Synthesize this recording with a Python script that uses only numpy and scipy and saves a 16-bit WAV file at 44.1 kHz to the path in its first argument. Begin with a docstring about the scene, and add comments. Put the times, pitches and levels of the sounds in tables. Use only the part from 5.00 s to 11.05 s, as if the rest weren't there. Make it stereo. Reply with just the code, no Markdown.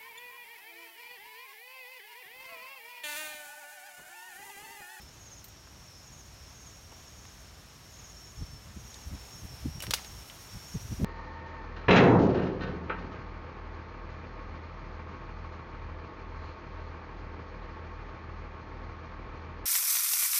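"""At the edge of dense bushes, crickets sing over a far chorus, some in falling pulses, some in long
sinking notes, each a wing resonance that drops in pitch as the stroke slows. A breeze rises, hisses in
the leaves and puffs on the microphone. Something small and metal jingles. Then a slingshot is shot:
the pouch slips, the rubber cracks and slaps the fork, and the stone ticks through the leaves."""
import sys
import numpy as np
from scipy import signal
from scipy.fft import rfft, irfft, next_fast_len
from scipy.io import wavfile
from scipy.ndimage import map_coordinates

SR = 44100
rng = np.random.default_rng(int(sys.argv[2]) if len(sys.argv) > 2 else 0)


def generate_wav(signal):
    """Clip the signal to [-1, 1] and save it as 16-bit WAV at the path in sys.argv[1]."""
    frames = np.transpose(np.atleast_2d(signal))
    scaled = np.clip(frames, -1, 1) * 32767
    pcm = np.round(scaled).astype(np.int16)
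    wavfile.write(sys.argv[1], SR, pcm)


N = 266628


def amp(db):
    """Decibels to amplitude ratio."""
    return 10 ** (np.asarray(db) / 20)


def unit(x):
    """Normalisation to rms 1."""
    return x / np.sqrt(np.mean(x ** 2) + 1e-20)


def along(points, hz):
    """Interpolation of (frequency_hz, value) points on a log frequency axis."""
    knots_hz, values = np.transpose(points)
    return np.interp(np.log(hz + 1), np.log(knots_hz + 1), values)


def curve(points):
    """Linear interpolation of (time_s, value) points at every sample."""
    return np.interp(np.arange(N) / SR, *np.transpose(points))


def wobble(rate, size=N):
    """Smooth random modulation, rate knots a second."""
    knots = rng.standard_normal(int(size * rate / SR) + 4)
    return map_coordinates(knots, [np.arange(size) * rate / SR])


def filtered(x, response):
    """Zero-phase filtering: the spectrum of x times a frequency response."""
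    size = next_fast_len(len(x) + 8192)
    return irfft(rfft(x, size) * response(np.fft.rfftfreq(size, 1 / SR)), size)[:len(x)]


def noise(spectrum, size=N):
    """Noise of rms 1, coloured by (frequency_hz, level_db) points."""
    return unit(filtered(rng.standard_normal(size), lambda hz: amp(along(spectrum, hz))))


def decay(t, t60):
    """Exponential damping: 60 dB in t60 seconds."""
    return np.exp(-np.log(1000) * t / t60)


def add(track, start_s, sound):
    """Superposition of a sound on the track."""
    start = round(start_s * SR)
    part = sound[max(-start, 0):max(N - start, 0)]
    track[max(start, 0):][:len(part)] += part


# Reverberation time of the bushes: frequency_hz, t60_s
BUSH_DECAY = [(200, 0.14), (1200, 0.1), (3200, 0.37), (7000, 0.26), (15000, 0.24)]

def bushes(x):
    """Scattering: leaves and ground return a tail in which each frequency decays at its own rate."""
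    hz, t, spectra = signal.stft(rng.standard_normal(SR // 2), SR, nperseg=256)
    colour = amp(along([(300, 7), (1200, -26), (3300, -7), (7000, -3), (15000, -2.5)], hz))
    damping = decay(t, along(BUSH_DECAY, hz)[:, None])
    tail = signal.istft(spectra * colour[:, None] * damping, SR, nperseg=256)[1]
    tail *= 1 - np.exp(-np.arange(len(tail)) / SR / 0.0045)
    return signal.fftconvolve(x, tail / np.linalg.norm(tail))[:N]


# Spectra of the rumble, the air in the foliage and the leaf hiss: frequency_hz, density_db
RUMBLE_SPECTRUM = [(12, -52), (22, -50), (35, -11.5), (54, -1), (134, -8), (217, -15.5), (260, -18.5),
                   (300, -18.5), (450, -25), (580, -67), (990, -120)]
AIR_SPECTRUM = [(150, -11), (350, -2), (650, 0), (1100, -1), (2000, -4), (4500, -6.5), (7000, -8),
                (9000, -22.5), (16000, -36)]
HISS_SPECTRUM = [(4000, -34), (7000, -6.5), (8700, 2), (10400, -3), (11200, 0.5), (12600, 0), (15800, -5.5)]
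# Strength of the breeze: time_s, level_db
BREEZE_LEVEL = [(0.0, -66), (0.5, -68.5), (1.59, -66), (3.58, -66), (4.1, -62), (5.0, -59), (6.03, -59.5)]

def breeze():
    """Flow noise: rumble, air in the foliage and leaf hiss all grow with one breeze."""
    breeze_db = curve(BREEZE_LEVEL)
    rise_db = breeze_db - breeze_db.mean()
    rumble = amp(-54 + 0.23 * rise_db + 0.73 * wobble(7.1)) * noise(RUMBLE_SPECTRUM)
    air = amp(-55.5 + 0.53 * rise_db + 0.54 * wobble(12)) * noise(AIR_SPECTRUM)
    hiss = amp(breeze_db + 0.5 + wobble(45)) * noise(HISS_SPECTRUM)
    return rumble + air + hiss


def wing_tone(length_s, first_hz, last_hz, waver_hz, flutter_db, edge, scoop_hz=0):
    """Resonance of a cricket's wing: a nearly pure tone that sinks as the stroke slows."""
    progress = np.linspace(0, 1, int(length_s * SR))
    size = len(progress)
    flat_hz = scoop_hz * np.exp(-progress * length_s / 0.0294)  # while the wings gather speed
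    hz = first_hz + (last_hz - first_hz) * progress - flat_hz + waver_hz * wobble(118.3, size)
    swell = np.abs(np.sin(np.pi * progress)) ** edge * amp(flutter_db * wobble(68.4, size))
    phase = 2 * np.pi * np.cumsum(hz) / SR
    return swell * (np.sin(phase) + amp(-26) * np.sin(2 * phase))


# Lower band of the chorus: frequency_hz, density_db
NOTE_BAND = [(4500, -45), (4950, -22), (5230, -8), (5480, 9), (5750, -2), (5950, 2), (6300, -47)]
# Its slow swell: time_s, level_db
NOTE_BAND_LEVEL = [(0.0, -61), (0.48, -63.5), (0.92, -59), (2.6, -60), (3.34, -59), (3.68, -63),
                   (4.82, -58), (6.03, -58)]

def far_notes(calls_per_s=34, lowest_hz=5170, spread_hz=620, rise_hz_per_s=42):
    """Incoherent summation: the sinking notes of many far crickets blur into one band."""
    notes = np.zeros(N)
    for when, pitch, nearness in rng.random((int(calls_per_s * N / SR), 3)):
        time_s = when * N / SR
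        hz = lowest_hz + spread_hz * pitch ** 1.3 + rise_hz_per_s * time_s
        note = wing_tone(0.261, hz, hz - 100, waver_hz=18.6, flutter_db=3.5, edge=1)
        add(notes, time_s - 0.1, amp(5.9 * nearness - 6 * pitch) * note)
    level_db = curve(NOTE_BAND_LEVEL) - 4.5 + 0.63 * wobble(35)
    return amp(level_db) * (unit(notes) + noise(NOTE_BAND))


def answering_gain(floor_db=-69.5, answer_db=-64.5, half_s=0.16):
    """Addition of powers: the far pulse singers swell around each run of the near cricket."""
    t = np.arange(N) / SR
    mean_db = np.mean([db for _, _, db in PULSE_RUNS])
    power = amp(floor_db) ** 2
    for start_s, count, db in PULSE_RUNS:
        middle_s = start_s + count * PULSE_SPACING_S / 2
        swell = np.exp(-((t - middle_s) / half_s) ** 2)
        power = power + amp(answer_db + 0.35 * (db - mean_db)) ** 2 * swell
    return np.sqrt(power)


# Upper band of the chorus: frequency_hz, density_db
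PULSE_BAND = [(5500, -35), (6000, 0), (6350, 11), (6700, -5.5), (7100, -7), (7700, -30)]

def far_pulses(calls_per_s=110):
    """Incoherent summation: the falling pulses of far crickets merge into a higher band."""
    pulses = np.zeros(N)
    for when, pitch, nearness in rng.random((int(calls_per_s * N / SR), 3)):
        hz = 6800 + 480 * pitch
        pulse = wing_tone(0.0445, hz, hz - 850, waver_hz=41.2, flutter_db=2, edge=3.1)
        add(pulses, when * N / SR - 0.02, amp(3.7 * nearness) * pulse)
    return answering_gain() * (unit(pulses) + amp(-3) * noise(PULSE_BAND))


# Runs of the near cricket: start_s, pulse_count (rounded when played), level_db
PULSE_RUNS = [(.195, 3.7, -54), (1.066, 2.8, -56.5), (1.548, 2.7, -54.5), (2.02, 2.2, -64),
              (2.256, 0.5, -56), (2.922, 5.3, -56), (3.238, 3.1, -62), (3.787, 4.6, -57), (4.26, 3.3, -57),
              (4.943, 3.3, -55), (5.297, 2.6, -66), (5.675, 2.5, -53.5)]
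PULSE_SPACING_S = 0.0555

def pulsing_cricket(scatter_hz=45):
    """Pulsed resonance: short downward glides, in runs that grow louder toward their end."""
    pulses = np.zeros(N)
    for start_s, count, db in PULSE_RUNS:
        for k in range(round(count)):
            growth_db = -4 * (1 - (k + 1) / round(count)) ** 2
            off_hz = scatter_hz * rng.standard_normal()
            pulse = wing_tone(0.05, 7020 + off_hz, 6080 + off_hz, waver_hz=31, flutter_db=2.5, edge=0.85)
            add(pulses, start_s + k * PULSE_SPACING_S - 0.006, amp(db + growth_db + 3) * pulse)
    return pulses + amp(-11) * bushes(pulses)


# Long cricket notes: start_s, length_s, pitch_hz, level_db
LONG_NOTES = [(-.03, .13, 5345, -57), (0.602, 0.17, 5450, -70), (.77, 0.25, 5490, -60),
              (.88, .17, 5250, -61), (3.12, 0.21, 5535, -56), (3.36, .24, 5450, -53.5),
              (3.55, .2, 5400, -63), (3.748, 0.41, 5760, -60), (3.83, 0.95, 5520, -58),
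              (4.294, 0.23, 5700, -60), (4.29, 0.14, 5510, -54.5), (4.47, 0.17, 5510, -55.5),
              (4.69, 0.22, 5610, -51), (4.979, .35, 5540, -57), (5.293, 0.36, 5730, -62),
              (5.403, 0.29, 5490, -54), (5.6, 0.22, 5490, -54), (5.701, 0.3, 5730, -55.5),
              (5.8, 0.23, 6020, -61)]

def long_note_crickets(sag_hz_per_s=310):
    """Sustained resonance: long sinking notes, and one almost level trill at the start."""
    notes = np.zeros(N)
    for start_s, length_s, hz, db in LONG_NOTES:
        last_hz = hz - sag_hz_per_s * length_s
        note = wing_tone(length_s, hz, last_hz, waver_hz=11.6, flutter_db=2.5, edge=0.3, scoop_hz=49.6)
        add(notes, start_s, amp(db) * note)
    trill = wing_tone(2.3, 5690, 5580, waver_hz=11, flutter_db=1.5, edge=0.19)
    add(notes, 0, amp(-64.5) * trill)
    return notes + amp(-11) * bushes(notes)


# The stronger puffs of wind: centre_s, level_db, half_length_s, upper_edge_hz
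STRONG_EDDIES = [(3.389, -37.5, 0.0095, 100), (3.421, -27, .011, 152), (3.54, -36, .022, 129),
                 (3.771, -35.5, 0.006, 215), (4.073, -33.5, 0.007, 137), (4.139, -33, 0.023, 220),
                 (4.447, -35.5, .011, 228), (4.66, -21, 0.0066, 270), (4.672, -27.5, .025, 189),
                 (4.769, -33.5, 0.023, 127), (4.892, -31, .017, 285), (5.176, -39.5, 0.035, 107),
                 (5.557, -35, .018, 130), (5.761, -24.5, 0.014, 220), (5.851, -35.5, 0.048, 152),
                 (5.923, -24.5, 0.015, 183), (6.018, -22.5, 0.017, 290), (6.043, -18, 0.011, 200)]

def wind_puffs():
    """Turbulence: each eddy shakes the microphone for a few low cycles, inside a slower, deeper swell."""
    out = np.zeros(N)
    t = np.arange(-SR // 8, SR // 8) / SR
    low_cut = lambda hz: (hz / 46) ** 4 / (1 + (hz / 46) ** 4)
    burst = lambda half_s: rng.standard_normal(len(t)) * np.exp(-(t / half_s) ** 2)
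    weak_eddies = [(centre_s, -43.5, 0.039, 150) for centre_s in rng.uniform(3.5, 4.9, size=10)]
    for centre_s, db, half_s, edge_hz in STRONG_EDDIES + weak_eddies:
        eddy = filtered(burst(half_s), lambda hz: low_cut(hz) / np.sqrt(1 + (hz / edge_hz) ** 7))
        swell = filtered(burst(1.87 * half_s), lambda hz: low_cut(hz) / (1 + (hz / 95) ** 6))
        puff = amp(db - 1) * eddy / np.abs(eddy).max() + amp(db - 7.5) * swell / np.abs(swell).max()
        add(out, centre_s - len(t) / SR / 2, puff)
    return out


# Modes of a small metal object: frequency_hz, level_db, t60_s
METAL_MODES = [(4260, -2, .04), (4760, -10, .04), (8460, -7, .07), (12100, -1, 0.098), (13530, -4, .08),
               (14000, -4, .06), (14660, -2, .07), (15400, -3, .06)]
# Touches that set it ringing: start_s, level_db
METAL_TOUCHES = [(.018, -55), (0.4428, -44.5), (.4829, -52)]

def clinks():
    """Modal vibration: thin metal rings, with a brief scrape at each touch."""
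    out = np.zeros(N)
    t = np.arange(SR // 4) / SR
    scrape_spectrum = [(2000, -9), (5000, -6), (10000, -10), (13000, 0), (16000, -5)]
    for start_s, db in METAL_TOUCHES:
        ring = sum(amp(mode_db + rng.normal(0, 1.5)) * np.sin(2 * np.pi * hz * t) * decay(t, t60)
                   for hz, mode_db, t60 in METAL_MODES)
        scrape = noise(scrape_spectrum, len(t)) * decay(t, 0.04)
        add(out, start_s, amp(db - 5) * ring + amp(db) * scrape)
    return out


# Contacts of fingers, twigs and leaves: start_s, level_db, centre_hz, width_octaves, t60_s
SMALL_CONTACTS = [(.672, -48.5, 1090, .6, .028), (1.921, -46.5, 650, 0.81, .06),
                  (2.2525, -47, 1590, 0.81, .03), (3.943, -43, 4800, 0.41, .026),
                  (4.8036, -36.5, 4800, 1.4, .015), (4.804, -38, 2910, .096, 0.056),
                  (4.8231, -35.5, 4200, 5.3, 0.097), (4.836, -37, 900, 1.8, .06),
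                  (5.046, -43.5, 2740, 0.65, 0.05), (5.299, -44.5, 2700, .35, .045)]

def ticks(contacts):
    """Impact noise: each dry tick is a sharp contact and a short grainy burst in its own band."""
    out = np.zeros(N)
    t = np.arange(SR // 8) / SR
    for start_s, db, centre_hz, octaves, t60 in contacts:
        band = lambda hz: 1 / (1 + (np.log2((hz + 1) / centre_hz) / octaves) ** 2)
        grains = rng.standard_normal(len(t)) * amp(wobble(1500, len(t)))
        envelope = (decay(t, t60) + 0.6 * decay(t, 0.0095)) * (1 - np.exp(-t / 0.00017))
        add(out, start_s, amp(db) * unit(filtered(grains, band)) * envelope)
    return out


def stone(start_s=4.963, gap_s=0.0103, first_hz=3300, octaves=0.69, t60=0.066):
    """Successive impacts: each leaf the stone meets lies deeper in the bush, duller and weaker."""
    return ticks([(start_s + leaf * gap_s, -43.5 - 0.5 * leaf, first_hz * 0.66 ** leaf, octaves, t60)
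                  for leaf in range(4)])


# Spectrum of fluttering rubber: frequency_hz, density_db
RUBBER_SPECTRUM = [(200, -23), (380, -5), (620, 0), (900, -7.5), (1700, -1), (2400, -4), (4000, 1.5),
                   (6000, -2), (7500, -6.5), (11000, -6), (15800, -10.5)]
# Brief tones that colour the snap's tail: frequency_hz, level_db, t60_s
SNAP_TAIL_TONES = [(1250, -10, 0.056), (1710, -11, 0.016), (2525, -5, 0.093), (2890, -4, 0.14),
                   (3300, -12, 0.1), (3445, -10, 0.086), (4100, -5, 0.092), (4480, -3, 0.058),
                   (4800, -5, 0.096), (5843, -4, 0.084)]
# Blows of rubber and pouch: start_s, crack_db, crack_hz, flutter_db, flutter_t60_s
BLOWS = [(4.8679, -20.5, 3170, -37, 0.019), (4.908, -13, 6000, -24, 0.031),
         (4.9095, -9.5, 4360, -31, 0.023), (4.9112, -32, 2400, -50, 0.034), (4.9358, -23, 7000, -35, 0.013),
         (4.9365, -11, 1970, -21.5, 0.05), (4.9385, -14, 3560, -29, 0.049)]

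def slingshot():
    """Impulsive excitation: each blow is a one-cycle crack, rubber flutter and a short ringing tail."""
    out = np.zeros(N)
    t = np.arange(SR // 4) / SR
    attack = 1 - np.exp(-t / 0.00063)
    for start_s, crack_db, crack_hz, flutter_db, flutter_t60 in BLOWS:
        cycles = t * crack_hz
        crack = np.sin(2 * np.pi * cycles) * np.exp(-((cycles - 0.5) / 0.45) ** 2)  # a push, then a pull
        flutter = noise(RUBBER_SPECTRUM, len(t)) * decay(t, flutter_t60)
        ring = sum(amp(db + rng.normal(0, 1)) * np.sin(2 * np.pi * (hz * t + rng.random()))
                   * decay(t, t60) for hz, db, t60 in SNAP_TAIL_TONES)
        tail = (flutter + amp(-16.5) * ring) * attack
        add(out, start_s, amp(crack_db - 3.5) * crack + amp(flutter_db + 0.5) * tail)
    return out


def scene():
    """Superposition: all sources sum at one microphone, which feeds both channels."""
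    near = slingshot() + ticks(SMALL_CONTACTS) + stone() + clinks()
    scattered = amp(-13) * bushes(near)
    crickets = pulsing_cricket() + long_note_crickets() + far_notes() + far_pulses()
    mono = near + scattered + crickets + breeze() + wind_puffs()
    return np.array([mono, mono])


def record(dry):
    """Band limiting: an ideal low-pass filter removes the highest treble."""
    return np.array([filtered(channel, lambda hz: hz < 15850) for channel in dry])


dry = scene()
out = record(dry)
generate_wav(out)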